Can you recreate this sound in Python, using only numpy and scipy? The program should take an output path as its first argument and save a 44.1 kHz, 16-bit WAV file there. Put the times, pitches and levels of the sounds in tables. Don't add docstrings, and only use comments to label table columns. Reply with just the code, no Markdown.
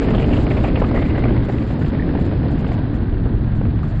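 import sys
import numpy as np
from scipy import signal
from scipy.fft import rfft, irfft
from scipy.io import wavfile
from scipy.ndimage import uniform_filter1d, minimum_filter1d

SR = 44100
rng = np.random.default_rng(int(sys.argv[2]) if len(sys.argv) > 2 else 0)


def unload_wav(signal):
    wavfile.write(
        sys.argv[1],
        SR,
        np.round(np.clip(np.atleast_2d(signal).T, -1, 1) * 32767).astype(np.int16),
    )


N = 176400
T = np.arange(N) / SR


# (time [s], level [dB])
RUMBLE_LEVELS = [(0.0, -24.5), (0.12, -18.5), (1.36, -20.5), (1.38, -13), (1.48, -30.5), (1.53, -25),
                 (2.12, -22), (2.24, -20.5), (2.9, -24.5), (3.12, -19), (3.82, -22.5), (3.89, -26),
                 (4.0, -18)]
BUFFET_LEVELS = [(0.0, -27), (0.15, -20), (0.73, -23.5), (1.63, -26), (1.69, -32), (1.73, -23),
                 (1.86, -19.5), (1.89, -36.5), (1.93, -20.5), (2.36, -25), (2.39, -20.5), (3.17, -30.5),
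                 (3.22, -24), (3.88, -21.5), (3.9, -34), (4.0, -19.5)]
FLUTTER_LEVELS = [(0.0, -17.5), (0.03, -19), (1.27, -21.5), (1.34, -17.5), (1.51, -27), (1.6, -20),
                  (1.64, -25.5), (2.05, -21.5), (3.46, -25.5), (3.5, -33.5), (3.61, -23.5), (3.81, -28.5),
                  (3.83, -28.5), (4.0, -34)]
# (frequency [Hz], level [dB])
RUMBLE_TONE = [(10, -26.5), (22, -6.5), (42, -3), (62, -3), (90, -6), (140, -19.5), (300, -53.5)]
BUFFET_TONE = [(50, -19), (85, -8.5), (120, 0.5), (150, 1.5), (185, -4), (230, -13), (400, -37.5),
               (900, -68)]
FLUTTER_TONE = [(90, -24), (170, -5), (220, -1.5), (285, 0.5), (340, -6.5), (450, -16.5), (700, -30),
                (1500, -62.5)]

def big_swirls():
    rumble = steady(colour(noise(), RUMBLE_TONE), span_s=0.17, share=0.96)
    rumble *= undb(curve(RUMBLE_LEVELS) + 1)
    buffet = steady(colour(noise(), BUFFET_TONE), span_s=0.12, share=0.7)
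    buffet *= undb(curve(BUFFET_LEVELS) + 0.5)
    flutter = steady(colour(noise(), FLUTTER_TONE), span_s=0.084, share=1)
    flutter *= undb(curve(FLUTTER_LEVELS) - 0.5 + 1.2 * wander(21))
    return rumble + buffet + flutter


# (time [s], length [s], thud level [dB], rasp level [dB], rasp pitch [Hz])
EDDY_HITS = [(0.018, 0.0081, -27, -33.5, 1680), (0.042, 0.0023, -28, -36, 2480),
             (0.083, 0.011, -31, -33.5, 1990), (0.106, 0.0047, -27, -33, 1210),
             (0.137, 0.012, -27, -33.5, 1230), (0.148, 0.0071, -19.5, -31, 3250),
             (0.18, 0.0059, -24.5, -33, 3100), (0.197, 0.0034, -39, -32, 2350),
             (0.222, 0.0081, -34.0, -34.5, 2540), (0.241, 0.0043, -41, -33.5, 2680),
             (0.283, 0.0028, -26, -43, 1730), (0.302, 0.038, -30.5, -42, 2380),
             (0.327, 0.01, -27, -34, 2670), (0.336, 0.006, -32, -31.5, 2470),
             (0.368, 0.004, -30, -32, 2940), (0.385, 0.0035, -31, -36, 1550),
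             (0.466, 0.0026, -26, -29, 1240), (0.505, 0.016, -26, -31, 2360),
             (0.532, 0.017, -39, -52.5, 1280), (0.57, 0.011, -27, -33.5, 2340),
             (0.608, 0.0075, -31, -39, 1660), (0.639, 0.013, -22.5, -31.5, 2570),
             (0.654, 0.0054, -32, -33, 1240), (0.669, 0.021, -32, -36.5, 2330),
             (0.699, 0.0044, -33, -39, 1720), (0.756, 0.009, -31.0, -30, 2720),
             (0.772, 0.0057, -19, -34, 2070), (0.797, 0.0062, -31, -34.5, 1910),
             (0.817, 0.007, -18, -31, 1210), (0.839, 0.007, -32, -30.5, 1250),
             (0.91, 0.0069, -23, -40, 2210), (0.943, 0.015, -24.5, -37.5, 1870),
             (0.959, 0.012, -30.5, -30.5, 2090), (0.973, 0.0044, -23, -31.5, 1210),
             (0.987, 0.0061, -29, -33, 1960), (1.017, 0.013, -29, -32.5, 2170),
             (1.051, 0.01, -35, -38, 2290), (1.094, 0.017, -36, -38, 2580),
             (1.148, 0.014, -26.5, -34.5, 1820), (1.176, 0.0095, -24.5, -36.5, 1830),
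             (1.237, 0.007, -26, -31.5, 2270), (1.253, 0.005, -24, -32, 1210),
             (1.284, 0.02, -33, -40.5, 1610), (1.303, 0.006, -26.5, -43.5, 3070),
             (1.361, 0.008, -32, -38, 2000), (1.485, 0.017, -27, -39, 1890),
             (1.538, 0.0056, -42, -40, 1920), (1.616, 0.013, -32, -43, 2260),
             (1.705, 0.0069, -27.5, -40.5, 1930), (1.813, 0.014, -42, -38.5, 1480),
             (1.844, 0.005, -35, -38, 1860), (1.932, 0.0062, -29, -37, 1880),
             (1.946, 0.0062, -29, -37, 1910), (2.089, 0.0041, -36, -35.5, 1690),
             (2.151, 0.005, -24.5, -39, 1730), (2.186, 0.0075, -27, -46, 1210),
             (2.27, 0.0041, -34, -41.5, 1550), (2.313, 0.005, -25, -44, 1560),
             (2.436, 0.005, -28, -48.5, 1390), (2.644, 0.005, -31, -34.5, 1600),
             (2.666, 0.0036, -35, -44, 2950), (2.717, 0.0044, -26, -38, 2300),
             (2.781, 0.009, -34, -41.5, 1520), (3.253, 0.014, -30.5, -45, 1380),
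             (3.611, 0.005, -28.5, -43, 1720), (3.651, 0.0067, -33, -39.5, 1270)]
# (frequency [Hz], level [dB])
THUD_TONE = [(200, -31), (420, 15.5), (750, 9), (1200, -4.5), (1800, -25), (3500, -43)]
TEARING_TONE = [(700, -3), (1400, 6.5), (2000, 6), (2800, 4), (3600, -8.5), (4800, -13), (6000, -42.5)]
# (frequency [Hz], level [dB])
OPENING_TONE = [(500, 5), (3400, 1.5), (4600, -8), (6200, -20)]

def eddies(size=8192):
    attack_s, decay_s, wake_decay_s = 0.004, 0.0035, 0.016
    thud_gain, tearing_gain, rasp = np.zeros((3, N))
    air = grainy_noise(depth_db=2.5, rate=520)
    wake_db = -8.5 + 4 * np.tanh(wander(110))
    for start, length_s, thud_db, rasp_db, pitch_hz in EDDY_HITS:
        first = max(int((start - attack_s) * SR), 0)
        part = slice(first, first + size)
        age = T[part] - start
        since_end = np.maximum(age - length_s, 0)
        rise = np.clip(age / attack_s + 0.5, 0, 1)
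        wake = undb(wake_db[part]) * np.exp(-since_end / wake_decay_s)
        shape = rise * np.maximum(np.exp(-since_end / decay_s), wake)
        ring = resonance(rng.standard_normal(size), pitch_hz, width_hz=0.27 * pitch_hz)
        ring = steady(ring, span_s=0.0059, share=1)
        thud_gain[part] = np.maximum(thud_gain[part], undb(thud_db) * shape)
        tearing_gain[part] = np.maximum(tearing_gain[part], undb(rasp_db - 5.5) * shape)
        rasp[part] += undb(rasp_db) * shape * ring[:len(age)]
    thud = steady(colour(air, THUD_TONE), span_s=0.016, share=0.72) * thud_gain * undb(1)
    tearing = colour(air * tearing_gain, TEARING_TONE)
    return thud + tearing + colour(rasp, OPENING_TONE) * undb(-9)


# (time [s], level [dB])
GUST_LEVELS = [(0, -25.5), (.38, -29.5), (.45, -33.5), (.8, -29.5), (1.05, -33), (1.27, -28.5), (1.55, -38),
               (2.05, -39.5), (2.2, -32), (2.45, -37.5), (2.6, -40), (3.0, -43.5), (4, -46.5)]
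# (frequency [Hz], level [dB])
GUST_TONE = [(250, -18), (340, 3.5), (440, 4), (600, -5.5), (900, -27.5)]

def gusts():
    hollow = steady(colour(noise(), GUST_TONE), span_s=0.033, share=0.96)
    return hollow * undb(curve(GUST_LEVELS) + 0.73 * wander(30))


# (time [s], level [dB])
WIND_LEVELS = [(0, -28.5), (.3, -29.5), (.44, -31), (.72, -31), (.95, -33.5), (1.3, -30.5), (1.55, -35.5),
               (2.2, -33), (2.7, -31.5), (3.1, -37.5), (3.3, -35.5), (3.5, -36.5), (4, -38.5)]
# (frequency [Hz], level [dB])
RUSH_TONE = [(200, -33.5), (400, 2), (650, 4), (1000, -4.5), (1500, -17), (2500, -22), (4000, -24.5),
             (6000, -56.5)]

def airstream(swirl):
    wind_db = curve(WIND_LEVELS)
    puffs = np.tanh(unit(swirl))
    rush = unit(grainy_noise(depth_db=1, rate=520) * undb(3 * puffs))
    rush = colour(rush, RUSH_TONE) * undb(wind_db - 4.5 + 2 * wander(34))
    hiss = unit(grainy_noise(depth_db=3, rate=520) * undb(5.5 * puffs))
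    hiss_db = -40.5 + 3.4 * (wind_db + 28.5)
    return rush + colour(hiss, TEARING_TONE) * undb(hiss_db + 2 * wander(29))


# (time [s], pitch [Hz], level [dB])
TREAD_HUM = [(0, 119, -25), (1.1, 117.6, -34), (1.3, 117.1, -18.5), (1.65, 115, -26.5), (2.2, 114.2, -36.5),
             (2.8, 109.2, -25), (3.15, 108.7, -25.5), (3.6, 107.2, -22.5), (4, 108, -25.5)]

def tyre_hum():
    pitch_hz = curve(TREAD_HUM) * (1 + 0.019 * wander(13.2))
    phase = 2 * np.pi * np.cumsum(pitch_hz) / SR
    tone = np.sin(phase) + undb(-9.5) * np.sin(2 * phase)
    return unit(tone * undb(1.9 * wander(31))) * undb(curve(TREAD_HUM, column=2))


# (time [s], level [dB])
GRAVEL_LEVELS = [(0, -40), (1.3, -40), (1.7, -41.5), (2.7, -42), (3.1, -44.5), (3.5, -47), (4, -46)]
GRIT_LEVELS = [(0, -55), (.6, -55.5), (1.3, -60), (1.9, -59.5), (2.7, -59), (3.05, -69.5), (3.55, -69.5),
               (4, -64.5)]
# (frequency [Hz], level [dB])
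GRAVEL_TONE = [(300, -11), (600, 0), (900, 5.5), (1300, 1.5), (1900, -2), (2300, -6.5), (3400, -10.5),
               (4400, -14), (5100, -30.5), (6000, -58)]
GRIT_TONE = [(2600, -7.5), (3600, -5), (4500, -1.5), (5100, -3), (5700, -28.5)]

def gravel():
    crunch = colour(grainy_noise(depth_db=4, rate=1300), GRAVEL_TONE)
    grit = colour(grainy_noise(depth_db=4, rate=900), GRIT_TONE)
    return crunch * undb(curve(GRAVEL_LEVELS) + 1.1 * wander(12)) + grit * undb(curve(GRIT_LEVELS))


# (frequency [Hz], level [dB])
PEBBLE_TONE = [(700, -9), (1100, 1), (1700, 0), (2600, -4.5), (3600, -8.5), (4600, -20), (5600, -48)]

def pebbles(hits_per_s=90, decay_s=0.003):
    hits = (rng.random(N) < hits_per_s / SR) * undb(3 * np.clip(noise(), -2, 2))
    shape = signal.lfilter([1], [1, -np.exp(-1 / (decay_s * SR))], hits)
    return unit(colour(noise() * shape, PEBBLE_TONE)) * undb(curve(GRAVEL_LEVELS) - 9)


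# (time [s], pitch [Hz], level [dB])
PART_KNOCKS = [(1.181, 1570, -24), (1.995, 1814, -22.5), (2.022, 1850, -23.5), (3.831, 1163, -23.5)]

def knocks(contact_s=0.0013, ring_s=0.027):
    out = np.zeros(N)
    for start, pitch_hz, db in PART_KNOCKS:
        age = np.maximum(T - start, 0)
        phase = 2 * np.pi * pitch_hz * np.cumsum(1 + 0.04 * wander(300)) / SR
        ring = unit(np.sin(phase) + undb(-11) * np.sin(1.25 * phase))
        rise = 1 - np.exp(-(age / contact_s) ** 2)
        out += undb(db - 60 * age / ring_s) * rise * ring
    return out


# (time [s], pitch [Hz], level [dB])
DRIVE_WHIR = [(0, 2200, -60), (.85, 2120, -52), (1, 2080, -42.5), (1.4, 2014, -50.5), (1.6, 1936, -53),
              (2, 1888, -54.5), (2.8, 1850, -53.5), (4, 1821, -59.5)]

def drive():
    phase = 2 * np.pi * np.cumsum(curve(DRIVE_WHIR)) / SR
    upper = unit(wander(150) * np.cos(phase) + wander(150) * np.sin(phase))
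    lower = unit(resonance(noise(), centre_hz=1560, width_hz=400))
    return upper * undb(curve(DRIVE_WHIR, column=2)) + lower * undb(-49.5)


# (time [s], length [s], relative level [dB])
HISS_BURSTS = [(0.013, 0.044, -34), (0.094, 0.023, -34), (0.14, .03, -34), (0.191, .04, -32.5),
               (0.255, 0.069, -37.5), (0.326, 0.12, -32.5), (0.491, 0.051, -35.5), (0.545, 0.095, -37),
               (0.631, 0.054, -35), (.785, 0.025, -34), (0.852, 0.043, -38), (0.943, .03, -36),
               (0.983, 0.039, -38), (1.04, .05, -38.5), (1.173, .025, -40), (1.434, .025, -36.5),
               (1.482, 0.056, -37), (1.543, 0.11, -40.5), (1.662, 0.079, -38), (1.787, 0.049, -37.5),
               (1.847, 0.055, -38.5), (2.193, .035, -38), (2.244, .025, -37), (2.505, .025, -37),
               (2.583, 0.03, -38), (2.67, .02, -40), (2.714, 0.032, -37), (2.938, 0.028, -39),
               (3.549, 0.028, -41.5), (3.825, 0.033, -41), (3.87, 0.048, -40.5), (3.943, 0.05, -44)]
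# (frequency [Hz], level [dB])
HISS_BURST_TONE = [(800, -0.5), (2000, 1), (4200, -4), (6000, -14), (7600, -9.5), (9000, -28.5)]

def hiss_bursts(attack_s=0.0048, decay_s=0.0036):
    shape = np.zeros(N)
    for start, length_s, db in HISS_BURSTS:
        rise = np.clip((T - start) / attack_s, 0, 1)
        fall = np.exp(-np.maximum(T - start - length_s, 0) / decay_s)
        shape += undb(db) * rise * fall
    return undb(-15) * colour(unit(noise()) * shape, HISS_BURST_TONE)


def undb(db):
    return 10 ** (np.asarray(db) / 20)


def unit(x):
    return x / np.sqrt(np.mean(x ** 2) + 1e-18)


def curve(table, column=1):
    rows = np.array(table, float)
    return np.interp(T, rows[:, 0], rows[:, column])


def noise():
    return rng.standard_normal(N)


def wander(rate):
    hz = np.arange(N // 2 + 1) * SR / N
    return unit(irfft(rfft(noise()) * np.exp(-(hz / rate) ** 2), N))


def grainy_noise(depth_db, rate):
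    return unit(noise() * undb(depth_db * wander(rate)))


def colour(x, tone):
    table_hz, table_db = np.array(tone, float).T
    hz = np.arange(N // 2 + 1) * SR / N + 1e-3
    gain = undb(np.interp(np.log(hz), np.log(table_hz), table_db))
    edge_fade = np.minimum(1, table_hz[-1] / hz) ** 2 * np.minimum(1, hz / table_hz[0]) ** 2
    return irfft(rfft(x) * unit(gain * edge_fade), N)


def resonance(x, centre_hz, width_hz):
    hz = np.arange(len(x) // 2 + 1) * SR / len(x)
    return irfft(rfft(x) / (1 + ((hz - centre_hz) / width_hz * 2) ** 2), len(x))


def steady(x, span_s, share):
    power = np.maximum(uniform_filter1d(x ** 2, int(span_s * SR)), 1e-12)
    return unit(x / power ** (share / 2))


def pan(x, db):
    return x * undb(np.array([[db], [-db]]) / 2)


def scene():
    swirl = big_swirls()
    wind = pan(airstream(swirl) + eddies(), db=-0.9)
    ride = pan(gravel() + pebbles() + hiss_bursts() + knocks() + drive(), db=-1.3)
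    ride += 0.08 * gravel() * np.array([[1], [-1]])
    return swirl + gusts() + tyre_hum() + wind + ride


def record(dry, ceiling=0.574, size=221):
    needed_gain = np.minimum(1, ceiling / (np.abs(dry).max(axis=0) + 1e-9))
    held_gain = minimum_filter1d(needed_gain, 2 * size)
    smooth_gain = uniform_filter1d(uniform_filter1d(held_gain, size), size)
    treble_cut = signal.ellip(8, 0.2, 70, 8200, fs=SR, output="sos")
    return signal.sosfilt(treble_cut, dry * smooth_gain)


dry = scene()
out = record(dry)
unload_wav(out)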